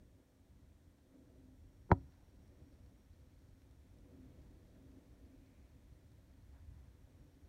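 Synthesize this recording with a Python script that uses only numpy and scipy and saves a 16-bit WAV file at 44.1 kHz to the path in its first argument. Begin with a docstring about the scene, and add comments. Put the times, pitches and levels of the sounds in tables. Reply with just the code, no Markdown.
"""Far traffic rumbles and swells in the hollow of a quiet covered porch, over soft microphone hiss.
A thin electric whine comes and goes. A raccoon climbs down from the armrest of a wooden chair and
lands with one short thump: its paws knock the frame, its weight booms the seat, the porch rings on.
It then noses about on the cushion: soft treads, fur and paws rubbing, claws catching in the cloth."""
import sys
import numpy as np
from scipy import signal
from scipy.fft import rfft, irfft
from scipy.io import wavfile
from scipy.ndimage import uniform_filter1d

SR = 44100
rng = np.random.default_rng(int(sys.argv[2]) if len(sys.argv) > 2 else 0)


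def to_wav(s):
    """Save 16-bit WAV."""
    ch = np.atleast_2d(s).T  # columns
    pcm = np.round(np.clip(ch, -1, 1) * 32767)  # PCM
    wavfile.write(sys.argv[1], SR, pcm.astype(np.int16))


N = 329868

# microphone hiss (frequency [Hz], relative density [dB])
HISS_SPECTRUM = [(500, 9.5), (950, -2.5), (1400, -4.5), (2000, -11.5), (2800, -15), (3300, -8.5),
                 (4300, -9.5), (4900, -11), (5700, -7), (7700, -8), (9200, -6), (10400, -18), (11400, -11),
                 (15800, -15.5)]
# electric whine (onset [s], level [dB], attack [s])
WHINE_SPELLS = [(1.5, -94.5, .12), (6.3, -97.5, .9)]
# far traffic rumble (time [s], relative level [dB])
RUMBLE_ENVELOPE = [(0, -62), (.3, -73.5), (.58, -65.5), (1.0, -73.5), (1.68, -63.5), (2.12, -72),
                   (2.35, -65), (3.5, -65), (3.8, -67), (4.3, -62.5), (4.85, -66.5), (7.48, -65.5)]
# rumble (frequency [Hz], relative density [dB])
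RUMBLE_SPECTRUM = [(20, -21), (42, -3), (62, 0), (88, -0.5), (108, -6.5), (135, -8), (155, -16),
                   (215, -15.5)]
# traffic wash (frequency [Hz], relative density [dB])
WASH_SPECTRUM = [(150, -5.5), (215, -1.5), (232, -3), (290, 1.5), (340, -7), (375, -6), (420, -13),
                 (500, -12), (630, -10), (780, -26), (1300, -35.5)]
# hollow porch tones in the wash (frequency [Hz], relative level [dB], T60 [s])
WASH_MODES = [(268, -5.5, 0.16), (289.6, -8.5, .16), (369, -13, 0.18), (494.7, -12, 0.097)]
# far vehicles (peak time [s], relative level [dB], rise [s])
VEHICLE_PASSES = [(1.22, -66.5, 0.13), (2.48, -68, .24), (4.13, -63.5, 0.24), (4.95, -65.5, 0.43),
                  (7.2, -72.5, 0.14)]
# low hum in the wash (peak time [s], relative level [dB])
HUM_SURGES = [(1.18, -65.5), (1.48, -63.5), (4.22, -62), (4.87, -68.5), (5.37, -72)]
# deep drones (peak time [s], relative level [dB], half width [s], frequency [Hz])
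DRONE_SWELLS = [(4.502, -64, .3, 50), (5.35, -67, 0.31, 48), (6.7, -60, .3, 68)]
# faint high swishes (peak time [s], level [dB], half width [s])
SWISH_SWELLS = [(2.66, -95, 0.08), (5.52, -86.5, 0.24)]
# swishes (frequency [Hz], relative density [dB])
SWISH_SPECTRUM = [(2000, 0), (2450, 6), (2750, -6)]
# porch wall reverberation (frequency [Hz], T60 [s])
PORCH_T60 = [(60, 0.65), (300, .22), (750, 0.13), (1300, 0.12), (8000, 0.049)]
# porch air resonances (frequency [Hz], gain [dB], T60 [s])
PORCH_AIR_MODES = [(268.7, -41, .278), (555.5, -44, 0.2), (740, -28, 0.095)]
# fur on cloth (time [s], level [dB])
FUR_ENVELOPE = [(0, -83), (1.8, -82.5), (2.12, -81), (3.8, -81), (4.4, -79.5), (6.15, -80.5), (6.6, -80),
                (7.48, -80.5)]
# fur on cloth (frequency [Hz], relative density [dB])
FUR_SPECTRUM = [(500, -1), (900, 1), (1200, -4), (1850, -1.5), (2400, -5), (2850, -8.5), (3300, -7),
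                (4200, -8.5), (4900, -12.5), (5700, -10), (8000, -17.5), (14000, -15.5)]
# claws in cloth (time [s], relative peak [dB], band centre [Hz])
CLAW_CATCHES = [(.985, -66, 1600), (2.122, -67, 1700), (2.4778, -68.5, 4800), (2.861, -65.5, 1703),
                (3.42, -69, 4300), (3.618, -62.5, 2206), (3.711, -67, 4330), (3.9864, -66, 4605),
                (4.916, -65.5, 2400), (6.1175, -65, 4254)]
# paw drags (peak time [s], level [dB], half width [s])
SCUFF_SWELLS = [(2.169, -81, .13), (4.44, -86, 0.12), (6.572, -76.5, 0.051), (6.802, -82, 0.11)]
# paw drags (frequency [Hz], relative density [dB])
SCUFF_SPECTRUM = [(600, 3), (980, 4), (1170, -3), (1400, -1.5), (2100, -5.5), (2600, -15)]
# weight shifts on the cushion (time [s], impulse [dB])
TREAD_CONTACTS = [(0.873, -29.5), (3.488, -26.5), (4.42, -30), (4.861, -28), (5.13, -29.5), (5.921, -24),
                  (6.488, -26.5), (6.879, -27)]
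# claws on wood (time [s], level [dB])
CLAW_CLICKS = [(1.9156, -48.5), (1.9181, -44), (1.9186, -49), (1.9271, -61), (1.9297, -58)]
# claws on wood (frequency [Hz], relative density [dB])
CLICK_SPECTRUM = [(2000, 11.5), (4300, -2), (5000, -5.5), (5700, -2), (7700, -9), (10000, -20.5),
                  (15000, -30)]
# paw slides and lands, chair knocks back (time [s], impulse [dB], cutoff [Hz])
FRAME_CONTACTS = [(1.8924, -31.5, 447), (1.9031, -17, 450), (1.9084, -4, 210), (1.9121, -4, 200.5),
                  (1.9155, -0.5, 1780), (1.9166, -16.5, 1780), (1.9182, 8.5, 150), (1.926, -15, 1015),
                  (1.9299, -26, 942)]
# wooden frame, some modes in close pairs (frequency [Hz], relative gain [dB], T60 [s])
FRAME_MODES = [(169, -23.5, 0.048), (288.2, -29.5, 0.059), (366, -18, 0.05), (452, -24, 0.028),
               (565, -25.5, 0.03964), (567.5, -17.5, 0.033), (673, -20, 0.026), (850, -12, 0.016),
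               (989, -12, 0.023), (996.5, -21.5, 0.037), (1320, -13.5, 0.0082), (1630, -31, 0.005),
               (1820, -44.5, 0.009), (2214, -21.5, 0.007), (3140, -38.5, 0.021), (3470, -41.5, 0.022),
               (4080, -32.5, 0.022)]
# body weight meets the cushion (time [s], impulse [dB], cutoff [Hz])
LANDING_CONTACT = [(1.9225, 6.6, 212.4)]
# seat under the cushion (frequency [Hz], gain [dB], T60 [s])
SEAT_MODES = [(59, -41.5, 0.078), (92, -21.5, .056)]


def from_db(db):
    """Decibels to gain."""
    return 10 ** (np.asarray(db) / 20)


def unit_rms(x):
    """Scale to rms 1."""
    return x / np.sqrt(np.mean(x ** 2) + 1e-30)


def envelope(rows):
    """Gain per sample from (time [s], level [dB])."""
    time_s, db = np.transpose(rows)
    return from_db(np.interp(np.arange(N) / SR, time_s, db))


def swell(peak_s, db, rise_s, fall_ratio=1):
    """Bell-shaped gain, 1/e at rise_s before the peak."""
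    t = np.arange(N) / SR - peak_s
    width_s = np.where(t < 0, rise_s, rise_s * fall_ratio)
    return from_db(db) * np.exp(-(t / width_s) ** 2)


def drift(samples=2048):
    """Slow random wander, rms 1."""
    return unit_rms(uniform_filter1d(uniform_filter1d(rng.standard_normal(N), samples), samples))


def at_hz(rows, hz):
    """Interpolate on a log-frequency axis."""
    knots_hz, values = np.transpose(rows)
    return np.interp(np.log(hz), np.log(knots_hz), values)


def noise(spectrum):
    """Shaped noise, rms 1; falls 24 dB/octave beyond the table."""
    hz = np.maximum(np.arange(N // 2 + 1) * SR / N, 1)
    skirts = np.minimum(1, np.minimum(hz / spectrum[0][0], spectrum[-1][0] / hz)) ** 4
    white = rfft(rng.standard_normal(N))
    return unit_rms(irfft(white * from_db(at_hz(spectrum, hz)) * skirts, N))


def lowpass(x, hz):
    """Second-order low-pass."""
    return signal.sosfilt(signal.butter(2, hz, fs=SR, output="sos"), x)


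def octave_band(x, hz, order):
    """Band-pass, one octave wide."""
    edges_hz = [hz / np.sqrt(2), hz * np.sqrt(2)]
    return signal.sosfilt(signal.butter(order, edges_hz, "band", fs=SR, output="sos"), x)


def ring(force, hz, t60_s):
    """One damped mode; a steady force makes no sound."""
    radius = np.exp(-np.log(1000) / (t60_s * SR))
    angle = 2 * np.pi * hz / SR
    return signal.lfilter([.5, 0, -.5], [1, -2 * radius * np.cos(angle), radius ** 2], force + 1e-18)


def resonate(force, modes, neighbour_ratio=1):
    """Modes driven by one force; a negative ratio swings neighbours against each other."""
    return sum(neighbour_ratio ** k * from_db(db) * ring(force, hz, t60_s)
               for k, (hz, db, t60_s) in enumerate(modes))


def contact_force(contacts):
    """One pulse per contact; softer contact, lower cutoff, longer pulse."""
    force = np.zeros(N)
    for time_s, db, cutoff_hz in contacts:
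        impulse = np.zeros(N)
        impulse[round(time_s * SR)] = from_db(db)
        force += lowpass(impulse + 1e-18, cutoff_hz)
    return force


def microphone(hiss_db=-84, whine_hz=5606, rest_db=-107, fade_after_s=1.2, fade_db_per_s=6, flutter_db=1):
    """Steady hiss; an electric whine sets in, holds and dies away."""
    t = np.arange(N) / SR
    gain = from_db(rest_db)
    for onset_s, db, attack_s in WHINE_SPELLS:
        attack = np.clip((t - onset_s) / attack_s, 0, 1)
        fade_db = fade_db_per_s * np.maximum(t - onset_s - fade_after_s, 0)
        gain = np.maximum(gain, attack * from_db(db - fade_db))
    whine = gain * from_db(flutter_db * drift()) * np.sqrt(2) * np.sin(2 * np.pi * whine_hz * t)
    return from_db(hiss_db) * noise(HISS_SPECTRUM) + whine


def traffic(rumble_gain_db=2.5, rumble_drift_db=2, wash_gain_db=-4.5, wash_drift_db=1.2, lull_db=-70):
    """Uneven rumble, plus a wash that swells with each pass and sounds the hollow porch tones."""
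    tones = sum(from_db(db) * unit_rms(ring(rng.standard_normal(N), hz, t60_s))
                for hz, db, t60_s in WASH_MODES)
    pass_power = sum(swell(*row, fall_ratio=2.23) ** 2 for row in VEHICLE_PASSES)
    flow = np.sqrt(from_db(lull_db) ** 2 + pass_power)
    wash = flow * from_db(wash_gain_db + wash_drift_db * drift()) * (noise(WASH_SPECTRUM) + tones)
    rumble_gain = envelope(RUMBLE_ENVELOPE) * from_db(rumble_gain_db + rumble_drift_db * drift())
    return rumble_gain * noise(RUMBLE_SPECTRUM) + wash


def hum(hz=262, waver=.018, gain_db=-2, flutter_db=1.5, rest_db=-83, rise_s=.081):
    """A low wavering tone surges briefly out of the wash."""
    phase = 2 * np.pi * np.cumsum(hz * (1 + waver * drift())) / SR
    surges = from_db(rest_db) + sum(swell(peak_s, db, rise_s) for peak_s, db in HUM_SURGES)
    return surges * from_db(gain_db + flutter_db * drift()) * np.sqrt(2) * np.sin(phase)


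def drones(t60_s=.12, cutoff_hz=130):
    """Swells under the rumble, each noise in one low resonance."""
    swells = sum(swell(peak_s, db, rise_s) * unit_rms(ring(rng.standard_normal(N), hz, t60_s))
                 for peak_s, db, rise_s, hz in DRONE_SWELLS)
    return lowpass(swells, cutoff_hz)


def swishes():
    """Distant narrow-band noise swells and fades."""
    return noise(SWISH_SPECTRUM) * sum(swell(*row) for row in SWISH_SWELLS)


def porch_reverb(x, build_s=.008, samples=16384):
    """Diffuse reflections off walls and roof; treble dies first."""
    t = np.arange(samples) / SR
    white = rng.standard_normal(samples)
    tail = sum(octave_band(white, hz, order=2) * np.exp(-np.log(1000) * t / at_hz(PORCH_T60, hz))
               for hz in np.geomspace(60, 7680, 8))
    tail *= 1 - np.exp(-t / build_s)
    return signal.fftconvolve(x, tail / np.sqrt(np.sum(tail ** 2)))[:N]


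def fur_brush():
    """Fur rubs softly on the cloth."""
    return envelope(FUR_ENVELOPE) * noise(FUR_SPECTRUM)


def weave_crackle(rate_per_s=16, gain_db=-71, hz=4400, t60_s=.0061):
    """The weave ticks at random once the animal has landed."""
    landed = np.arange(N) / SR > LANDING_CONTACT[0][0]
    ticks = (rng.random(N) < rate_per_s / SR) & landed
    return from_db(gain_db) * ring(ticks * rng.uniform(-.99, 1, N), hz, t60_s)


def claw_catches(gain_db=-3, decay_s=.0028, samples=1024):
    """Each claw scrapes a few threads in a tiny burst."""
    out = np.zeros(N)
    decay = np.exp(-np.arange(samples) / (decay_s * SR))
    for time_s, db, hz in CLAW_CATCHES:
        burst = octave_band(rng.standard_normal(samples) * decay, hz, order=1)
        start = round(time_s * SR)
        out[start:start + samples] += from_db(db + gain_db) * burst / np.abs(burst).max()
    return out


def paw_scuffs():
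    """A paw drags over the cushion: short dull swells of friction."""
    return noise(SCUFF_SPECTRUM) * sum(swell(*row) for row in SCUFF_SWELLS)


def treads(cutoff_hz=140):
    """Shifting weight bumps the seat through padded paws."""
    force = contact_force([(time_s, db, cutoff_hz) for time_s, db in TREAD_CONTACTS])
    return resonate(force, SEAT_MODES)


def claw_clicks(decay_s=.00038, samples=256):
    """Claws strike the wood, one short bright click each."""
    gate = np.zeros(N)
    decay = np.exp(-np.arange(samples) / (decay_s * SR))
    for time_s, db in CLAW_CLICKS:
        start = round(time_s * SR)
        gate[start:start + samples] += from_db(db) * decay
    return gate * noise(CLICK_SPECTRUM)


def landing_thump(reverb_db=-34):
    """The frame knocks, the seat booms under the weight, the porch rings on."""
    weight = contact_force(LANDING_CONTACT)
    frame = resonate(contact_force(FRAME_CONTACTS), FRAME_MODES, neighbour_ratio=-.99)
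    chair = resonate(weight, SEAT_MODES) - frame + claw_clicks()
    return chair + resonate(weight, PORCH_AIR_MODES) + from_db(reverb_db) * porch_reverb(chair)


def scene():
    """Raccoon and chair over the outdoor background, mono."""
    raccoon = landing_thump() + treads() + fur_brush() + claw_catches() + paw_scuffs() + weave_crackle()
    background = traffic() + hum() + swishes() + microphone() + drones()
    return (raccoon + background)[None]


def record(dry):
    """Steep treble cut."""
    cutoff_hz = 15750
    return signal.sosfilt(signal.ellip(10, .1, 80, cutoff_hz, fs=SR, output="sos"), dry)


dry = scene()
out = record(dry)
to_wav(out)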